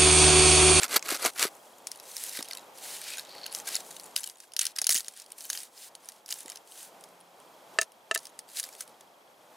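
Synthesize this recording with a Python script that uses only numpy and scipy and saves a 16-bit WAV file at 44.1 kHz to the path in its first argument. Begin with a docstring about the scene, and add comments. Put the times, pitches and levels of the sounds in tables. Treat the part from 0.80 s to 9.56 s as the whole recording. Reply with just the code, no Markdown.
"""A small folding saw makes quick strokes through a split log in snowy woods: rough noise for the teeth.
Gloved hands drag the piece off, rubbing and squeaking, and its fibres crack: short puffs of noise.
The blade then taps the cut end and the stick rings: fading sine tones. Low bumps come from the log below.
Behind it lie the filtered noise of a far road, a soft engine drone and a faint, quick, steady tick."""
import sys
import numpy as np
from scipy import signal
from scipy.fft import rfft, irfft
from scipy.io import wavfile
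from scipy.ndimage import uniform_filter1d

SR = 44100
rng = np.random.default_rng(int(sys.argv[2]) if len(sys.argv) > 2 else 0)


def file_out(sig):
    """Save sig as 16-bit WAV at sys.argv[1]."""
    # one column per channel
    cols = np.atleast_2d(sig).T
    # limit, then scale
    lim = np.clip(cols, -1, 1)
    pcm = np.round(lim * 32767).astype(np.int16)
    wavfile.write(sys.argv[1], SR, pcm)


N = 386316

# Saw strokes: start_s, fastest_s, end_s, rasp_db, extra_bite_db (at the fastest point), log_body_db (above the rasp)
SAW_STROKES = [(-.03, 0.044, 0.078, -34, 4, -9), (0.072, .168, 0.19, -29, 9, -8.5),
               (0.226, 0.325, 0.39, -31, 4, -9.5), (0.38, 0.462, 0.511, -30, 9, -7),
               (0.548, 0.622, 0.696, -27.5, 5.5, -13)]
# Tone colour of the saw teeth: pitch_hz, level_db (per Hz)
RASP_COLOUR = [(710, -36.5), (1200, -3.5), (2080, -1), (3050, -6.5), (4470, -2.5), (5330, -6.5),
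               (11400, -6), (15300, -14.5), (16500, -38)]
# Tone colour of the shaken log: pitch_hz, level_db (per Hz)
LOG_COLOUR = [(35, -94), (60, -21), (210, -14), (250, -2), (440, 3.5), (875, 2), (1500, -4.5), (1950, -3),
              (3300, -120)]
STROKE_SWELL, BITE_S = 1.46, .01  # power of the swell (no unit); half-length of the extra bite

# Road loudness, 1.5 dB below the final level: time_s, level_db
# It drops at 3.36 s and 7.0 s and creeps back up after the first drop
ROAD_LEVEL = [
    [(0, -55.5), (2.3, -55), (2.9, -52), (3.35, -56)],
    [(3.38, -62), (4.0, -63), (4.3, -62), (6.45, -58), (6.96, -54.5)],
    [(7.06, -59), (8.76, -58.5)],
]
# Tone colour of the road roar: pitch_hz, level_db (per Hz)
ROAR_COLOUR = [(15, -60), (25, -45), (154, -13), (422, -5), (524, -2), (854, -1), (1730, -15),
               (3320, -17.5), (3810, -18), (14800, -24), (16500, -49)]
# Extra colour of the left-right difference in the roar, before its overall level is set: pitch_hz, level_db
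ROAR_WIDTH_COLOUR = [(60, -6), (200, -15), (700, -6), (2400, 2), (6000, -11.5), (15000, -42)]
# Far engine drones: start_s, end_s, pitch_hz, level_db (rms at the height of the swell)
ENGINE_DRONES = [(3.053, 3.36, 175, -71.5), (6.04, 6.653, 175.7, -71.5)]
TICK_RATE_HZ, TICK_START_S = 30000 / 1001, .0007
TICK_HZ, TICK_DB, TICK_SWING_DB = 3280, -5, 3  # level against the road; strong and weak in turn

# Cracking fibres and clicking splinters: time_s, strength_db
FIBRE_CRACKS = [(0.0318, -4.5), (0.0802, -24), (0.1934, -26), (0.2254, -18), (0.2843, -18.5), (0.3716, -25),
                (0.4489, -9.5), (0.594, -9.5), (1.07, -11.5), (1.1159, -18), (1.3668, -16), (1.6262, -15),
                (1.6856, -24), (1.7499, -22), (2.6633, -18), (2.7367, -25), (2.7487, -12.5),
                (2.8744, -16.5), (3.1971, -24.5), (3.3623, -5), (3.4331, -20.5), (3.4979, -24),
                (3.6022, -27), (3.7194, -34), (3.7359, -25.5), (3.7648, -10), (3.7923, -4.5), (3.8147, -8),
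                (3.8536, -10), (3.8664, -10.5), (3.9853, -7.5), (4.0163, -5), (4.0427, -12.5), (4.0682, -3),
                (4.0921, 0.5), (4.1044, -8), (4.1094, -6.5), (4.1244, -7), (4.151, -8), (4.1554, -8),
                (4.1614, -7), (4.1684, -12), (4.1764, -17), (4.2054, -19), (4.2457, -28), (4.2822, -16.5),
                (4.3989, -25), (4.422, -35), (4.4618, -32), (4.5859, -27), (4.6064, -23.5), (4.7007, -5.5),
                (4.7301, -15), (4.774, -17), (4.8034, -26), (5.1517, -25), (5.2874, -21), (5.3198, -30),
                (5.4605, -27), (5.4894, -21), (5.5248, -11), (5.6994, -20), (5.7578, -26), (6.2387, -27.5),
                (7.0135, -5), (7.032, -35), (7.0414, -37), (7.3761, -17), (7.3894, -26), (7.454, -24),
                (7.4689, -26), (7.5906, -17.5), (7.7707, -17), (7.7977, -11), (7.8386, -15),
                (7.9508, -28.5), (8.2082, -30)]
# Tone colour of a crack: pitch_hz, level_db (per Hz)
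CRACK_COLOUR = [(290, -47), (500, -38), (2890, -3.5), (3450, -10), (4550, -4.5), (7380, 2.5), (9600, -1),
                (14500, -24), (16500, 0.5)]
CRACK_RISE_S = 0.00043
AFTER_DB, AFTER_S = -18, 0.0088  # loosened fibres keep crackling just after each snap
# Dullness of a snap (more body, less treble): in the sawn log, the loose piece, under a tap, in the patter
SAWN_DULL_DB, LOOSE_DULL_DB, TAPPED_DULL_DB, FAINT_DULL_DB = 2.5, -5, 12, -12.5
# Faint splinters tick at random; PATTER_DB is the least strength, and chance adds to it
PATTER_PER_S, PATTER_DB, PATTER_SPAN_S = 7.8, -45, (0.95, 8.1)

# Glove, sleeve and bark rubs: start_s, peak_s, end_s, level_db, treble_db (above the level)
HAND_RUBS = [(0.147, 0.49, 1.3, -67, 10.5), (1.102, 1.112, 1.234, -50.5, 1.5),
             (1.188, 1.473, 1.626, -47.5, 6.5), (1.515, 1.562, 1.645, -42.5, 0.5),
             (1.63, 1.646, 1.88, -50, 0.5), (1.913, 2.143, 2.254, -46.5, 4.5),
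             (2.185, 2.293, 2.476, -42.5, 0), (2.375, 2.37, 2.44, -52.5, 2), (2.39, 2.558, 2.92, -51, -6),
             (2.71, 2.747, 2.84, -51, 10.5), (2.831, 2.914, 3.024, -39, 3), (2.953, 3.086, 3.42, -57, 7.5),
             (3.354, 3.37, 3.58, -49, 7.5), (3.56, 3.612, 3.72, -60.5, 4), (3.776, 3.812, 3.94, -41.5, 1),
             (3.955, 3.958, 4.13, -47.5, 1), (4.16, 4.21, 4.44, -56, 4), (4.084, 4.111, 4.23, -38, 12),
             (4.34, 4.386, 4.47, -53, 1.5), (4.477, 4.478, 4.7, -57, 5), (4.558, 4.621, 4.77, -57.5, 11),
             (4.672, 4.755, 4.91, -49.5, 6.5), (4.877, 5.074, 5.1, -55, 5.5),
             (5.176, 5.275, 5.45, -62.5, 5), (5.453, 5.512, 5.71, -51.5, 7.5), (5.66, 5.682, 5.83, -54, 3),
             (6.39, 6.699, 5, -64.5, -8), (5.82, 6.04, 6.115, -56, 7), (7.005, 7.015, 7.045, -46, 2),
             (7.34, 7.351, 7.358, -34, 4), (7.37, 7.44, 7.53, -61, 5), (7.97, 8.012, 8.05, -53, 6),
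             (7.66, 7.75, 8.1, -53, 6.5), (7.745, 7.785, 7.82, -45, 5)]
# Tone colour of the lower part of a rub: pitch_hz, level_db (per Hz)
RUB_LOW_COLOUR = [(600, -35.5), (1500, 2), (2400, 3.5), (3200, 4.5), (4300, 7), (5400, 4), (7000, -10.5),
                  (12000, -63)]
# Tone colour of the treble part of a rub: pitch_hz, level_db (per Hz)
RUB_HIGH_COLOUR = [(3500, -39.5), (6000, -1), (9400, 2), (13000, -4.5), (16500, -7.5)]
# A rub that peaks at once is mostly splinters; the later its peak, the more it is cloth
SUDDEN_GRIT, GRIT_LOSS = 0.95, 1.1

# The piece bumps on the log below: time_s, peak_db (before the bass cut), pitch_hz
LOG_BUMPS = [(0.319, -26.5, 355), (0.45, -17.5, 605), (.651, -21, 423), (1.588, -31.5, 435),
             (1.606, -33, 905), (4.018, -36.5, 726), (4.092, -33.5, 620), (4.152, -37.5, 406),
             (5.652, -41, 465)]

# Dry wood squeaks as it drags on bark: start_s, end_s, pitch_hz, level_db
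WOOD_SQUEAKS = [(2.24, 2.422, 2500, -43.5), (2.35, 2.416, 4100, -42.5), (2.482, 2.74, 4420, -44.5),
                (4.934, 5.1, 5060, -52)]

# Blade knocks on the cut end: time_s, strength_db
BLADE_TAPS = [(6.987, -10), (7.019, -25.5), (7.312, -14), (7.359, -20)]
# Ringing tones of the stick: pitch_hz, level_db (chance shifts it per tap), fade_s (to fall by 60 dB)
STICK_TONES = [(435, -19, .045), (662, -12.5, .06), (1302, -11, .04), (1765, -3, .038), (2725, -9, .032),
               (3809, -15, .025)]
TAP_CONTACT_DB = -5  # snap of a tap against its table strength

# Where the hands work: time_s, left_minus_right_db, side_width_db
HAND_PLACE = [(0, -1, -57), (1.0, 2, -20), (1.5, -0.5, -89), (3.6, 1.5, -7.5), (4.6, -0.1, -20.5),
              (8.76, -0.3, -46)]
CUTOFF_HZ = 16900


def amp(db):
    """Turn decibels into gain."""
    return 10 ** (np.asarray(db) / 20)


def rms_one(x):
    """Scale a sound to an average strength (rms) of 1."""
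    return x / np.sqrt(np.mean(x ** 2) + 1e-20)


def in_time(tables):
    """Join curve tables and read every column at each sample."""
    time_s, *columns = np.transpose(np.vstack(tables))
    return [np.interp(np.arange(N) / SR, time_s, column) for column in columns]


def colour(x, spectrum):
    """Filter a sound to the given tone colour, without sounding early; white noise keeps its strength."""
    hz, db = np.transpose(spectrum)
    grid = np.maximum(np.fft.rfftfreq(4096, 1 / SR), 1)
    # folding the cepstrum puts the filter's energy as early as possible (minimum phase)
    cepstrum = irfft(np.log(amp(np.interp(np.log(grid), np.log(hz), db))))
    cepstrum[1:2048] *= 2
    cepstrum[2049:] = 0
    kernel = irfft(np.exp(rfft(cepstrum)))
    return signal.oaconvolve(x, kernel / np.linalg.norm(kernel))[:N]


def drift(rate_hz):
    """Smooth noise into a slow random wander with spread 1."""
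    r = np.exp(-2 * np.pi * rate_hz / SR)
    wander = signal.lfilter([1], [1, -2 * r, r * r], rng.standard_normal(N + SR))
    return rms_one(wander[SR:])  # the first second only settles the filter


def fade(pulses, fade_s):
    """Let each pulse die away smoothly, falling to about a third in fade_s."""
    return signal.lfilter([1], [1, -np.exp(-1 / (fade_s * SR))], pulses)


def ring(clicks, hz, t60):
    """A click of size 1 sets off a sine of height 1 that falls by 60 dB in t60 seconds."""
    r, w = amp(-60 / (t60 * SR)), 2 * np.pi * hz / SR
    return signal.lfilter([0, np.sin(w)], [1, -2 * r * np.cos(w), r * r], clicks + 1e-18)


def swell(start, peak, end, power):
    """Rise from start to peak and fall to the end."""
    ramp = np.interp(np.arange(N) / SR, [start, peak, end], [0, 1, 0])
    return np.sin(np.pi / 2 * ramp) ** power


def hump(start, end):
    """Rise and fall evenly, highest halfway."""
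    progress = np.clip((np.arange(N) / SR - start) / (end - start), 0, 1)
    return np.sin(np.pi * progress)


def chips(clicks, cycles):
    """Each click rings one of 24 small slivers for some cycles; higher slivers get more gain."""
    pitches = np.geomspace(1100, 13000, 24) * rng.uniform(.96, 1.04, 24)
    dealt = rng.integers(0, 24, N)  # which sliver a click would strike
    return sum(hz / 4000 * ring(clicks * (dealt == k), hz, cycles / hz) for k, hz in enumerate(pitches))


def grit(per_s, spread_db, grain_s, smooth, ringing):
    """Friction: uneven catches give puffs of noise and ringing slivers over a smooth hiss; rms 1."""
    sizes = amp(spread_db * np.minimum(rng.exponential(1, N), 4.0))
    catches = sizes * (rng.random(N) < per_s / SR)
    puffs = fade(catches, grain_s)
    swarm = puffs * (rng.random(N) < 2500 / SR)  # a catch can free several slivers
    hiss = rms_one((rms_one(puffs) + smooth) * rng.standard_normal(N))
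    return rms_one(hiss + ringing * rms_one(chips(swarm, cycles=53.0)))


def saw():
    """Teeth tear fibres in uneven catches and bite hardest at full speed; the same catches shake the log."""
    t, out = np.arange(N) / SR, np.zeros(N)
    teeth = grit(per_s=400, spread_db=1.5, grain_s=0.0019, smooth=0.94, ringing=0.6)
    rasp = colour(teeth, RASP_COLOUR)
    body = rms_one(colour(teeth, LOG_COLOUR))
    for start, fastest, end, rasp_db, bite_db, body_db in SAW_STROKES:
        bite = amp(bite_db * np.exp(-((t - fastest) / BITE_S) ** 2))
        stroke = amp(rasp_db) * swell(start, fastest, end, STROKE_SWELL) * bite
        out += stroke * (rasp + amp(body_db) * body)
    return out


def road():
    """Many far sounds blur into a roar: coloured noise whose strength wanders, in a middle and a side part."""
    mid, side = (colour(rng.standard_normal(N), ROAR_COLOUR) * amp(1.4 * drift(4.4)) for _ in range(2))
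    side = amp(-13) * colour(side, ROAR_WIDTH_COLOUR)
    return mid + side * [[1], [-1]]  # opposite sign left and right makes it wide


def ticking():
    """Evenly spaced clicks, strong and weak in turn, each ring one short high tone."""
    times_s = TICK_START_S + np.arange(int(N / SR * TICK_RATE_HZ)) / TICK_RATE_HZ
    count = len(times_s)
    swing_db = TICK_SWING_DB * (-1) ** np.arange(count)
    clicks = np.zeros(N)
    clicks[(times_s * SR).astype(int)] = amp(TICK_DB + swing_db + rng.normal(0, 0.81, count))
    return ring(clicks, TICK_HZ, 0.036)


def engine():
    """A far engine drones as a swelling low sine whose phase wavers."""
    t, out = np.arange(N) / SR, np.zeros(N)
    for start, end, hz, db in ENGINE_DRONES:
        tone = np.sin(2 * np.pi * hz * t + .5 * drift(3.7))
        out += np.sqrt(2) * amp(db) * hump(start, end) * tone
    return out


def background():
    """Road and ticking share one changing level; the engine drone is added on top."""
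    level, = amp(in_time(ROAD_LEVEL))
    return level * amp(1.5) * (road() + ticking()) + engine()


def crack_rows():
    """List time_s, strength_db and dullness_db of all snaps: cracks, tap contacts and faint random patter."""
    chance = rng.random((400, 2))
    first_s, last_s = PATTER_SPAN_S
    patter_s = first_s - np.cumsum(np.log(chance[:, 0])) / PATTER_PER_S  # random gaps
    patter_db = PATTER_DB - 3.0 * np.log(chance[:, 1])
    patter = np.c_[patter_s, patter_db][patter_s < last_s]
    sawing = np.transpose(FIBRE_CRACKS)[0] < SAW_STROKES[-1][2]  # before the last stroke ends
    contacts = np.add(BLADE_TAPS, [0, TAP_CONTACT_DB])
    return np.vstack([np.c_[FIBRE_CRACKS, np.where(sawing, SAWN_DULL_DB, LOOSE_DULL_DB)],
                      np.c_[contacts, np.full(len(contacts), TAPPED_DULL_DB)],
                      np.c_[patter, np.full(len(patter), FAINT_DULL_DB)]]).T


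def cracks():
    """Each snap is a fast-dying puff of noise and slivers; a dull one has more body and less treble."""
    time_s, strength_db, dull_db = crack_rows()
    slivers = rms_one(chips(rng.standard_normal(N) * (rng.random(N) < 9000 / SR), cycles=37.0))
    noise = colour(rms_one(rng.standard_normal(N) + 1.7 * slivers), CRACK_COLOUR)
    out = np.zeros(N)
    # band edges in Hz, filter kind, share in dB, fade in s
    parts = [(2800, "low", dull_db + 2.0, .0017),
             ((2800, 7500), "band", 0, .0012),
             (7500, "high", -2.0 - dull_db / 2, .001)]
    for edges_hz, kind, share_db, fade_s in parts:
        starts = np.zeros(N)
        starts[(time_s * SR).astype(int)] = amp(strength_db + share_db)
        starts = fade(starts + 1e-18, CRACK_RISE_S) / (CRACK_RISE_S * SR)  # soften the onset
        band = signal.sosfilt(signal.butter(2, edges_hz, kind, fs=SR, output="sos"), noise)
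        # even out the noise so that the table sets the strength of each crack
        band *= band.std() / np.sqrt(uniform_filter1d(band ** 2, size=120) + 1e-12)
        for gain, lasts_s in (1, fade_s), (amp(AFTER_DB), AFTER_S):
            out += gain * band * fade(starts + 1e-18, lasts_s)
    return signal.sosfilt(signal.butter(2, 700, "high", fs=SR, output="sos"), out)


def rubbing():
    """Each rub swells and fades: smooth cloth hiss, splintery grit, or a blend."""
    low, high = np.zeros(N), np.zeros(N)
    cloth = rng.standard_normal(N) * amp(1.4 * drift(12.3))
    splinters = grit(per_s=120, spread_db=4.5, grain_s=0.0016, smooth=0.11, ringing=1.77)
    for start, peak, end, level_db, treble_db in HAND_RUBS:
        share = np.clip(SUDDEN_GRIT - GRIT_LOSS * (peak - start) / (end - start), 0, 1)
        blend = np.sqrt(1 - share) * cloth + np.sqrt(share) * splinters
        contact = amp(level_db) * swell(start, peak, end, 1.57) * blend
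        low += contact
        high += amp(treble_db) * contact
    return colour(low, RUB_LOW_COLOUR) + colour(high, RUB_HIGH_COLOUR)


def bumps():
    """A soft contact of a few milliseconds shakes one damped low tone of the wood."""
    out, after = np.zeros(N), np.arange(600)
    for time_s, peak_db, hz in LOG_BUMPS:
        push = np.zeros(N)
        at = int(time_s * SR)
        push[at:at + 600] = rng.standard_normal(600) * np.exp(-after / (0.0035 * SR))
        thud = ring(push, hz, 5.3 / hz)
        out += amp(peak_db) * thud / np.abs(thud).max()
    return signal.sosfilt(signal.butter(4, 190, "high", fs=SR, output="sos"), out)


def squeaks():
    """Stick and slip: uneven catches drive a narrow resonance, made of two close tones."""
    out = np.zeros(N)
    catches = amp(4.0 * rng.exponential(1, N)) * (rng.random(N) < 150 / SR)
    slips = catches + 0.018 * rng.standard_normal(N)
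    for start, end, hz, db in WOOD_SQUEAKS:
        tone = rms_one(sum(ring(slips, hz * near, 0.018) for near in (.985, 1.015)))
        out += amp(db) * hump(start, end) * tone
    return signal.sosfilt(signal.butter(2, 1000, "high", fs=SR, output="sos"), out)


def taps():
    """Every knock sets off all the ringing tones of the stick, in slightly different strengths."""
    time_s, strength_db = np.transpose(BLADE_TAPS)
    out = np.zeros(N)
    chance_db = rng.normal(0, 1.5, (len(time_s), len(STICK_TONES)))
    for k, (hz, db, t60) in enumerate(STICK_TONES):
        clicks = np.zeros(N)
        clicks[(time_s * SR).astype(int)] = amp(strength_db + db + chance_db[:, k])
        out += ring(clicks, hz, t60)
    return signal.sosfilt(signal.butter(5, 380, "high", fs=SR, output="sos"), out)


def scene():
    """A short smeared copy, wandering in strength and sign, widens the sound as the work moves."""
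    work = saw() + cracks() + rubbing() + bumps() + squeaks() + taps()
    pan_db, width_db = in_time([HAND_PLACE])
    smear = rng.standard_normal(500) * np.exp(-np.arange(500) / (.002 * SR))
    smeared = signal.oaconvolve(work, smear / np.linalg.norm(smear))[:N]
    side = amp(width_db) * np.tanh(2 * drift(3.5)) * smeared
    placed = work * amp(np.array([pan_db, -pan_db]) / 2)
    return placed + side * [[1], [-1]] + background()


def record(dry):
    """Peaks are gently rounded, the deep bass is thinned, the top is cut steeply."""
    rounded = np.tanh(dry)
    thinned = signal.lfilter(*signal.butter(1, 35, "high", fs=SR), rounded)
    return signal.sosfilt(signal.cheby2(10, 60, CUTOFF_HZ, fs=SR, output="sos"), thinned)


dry = scene()
out = record(dry)
file_out(out)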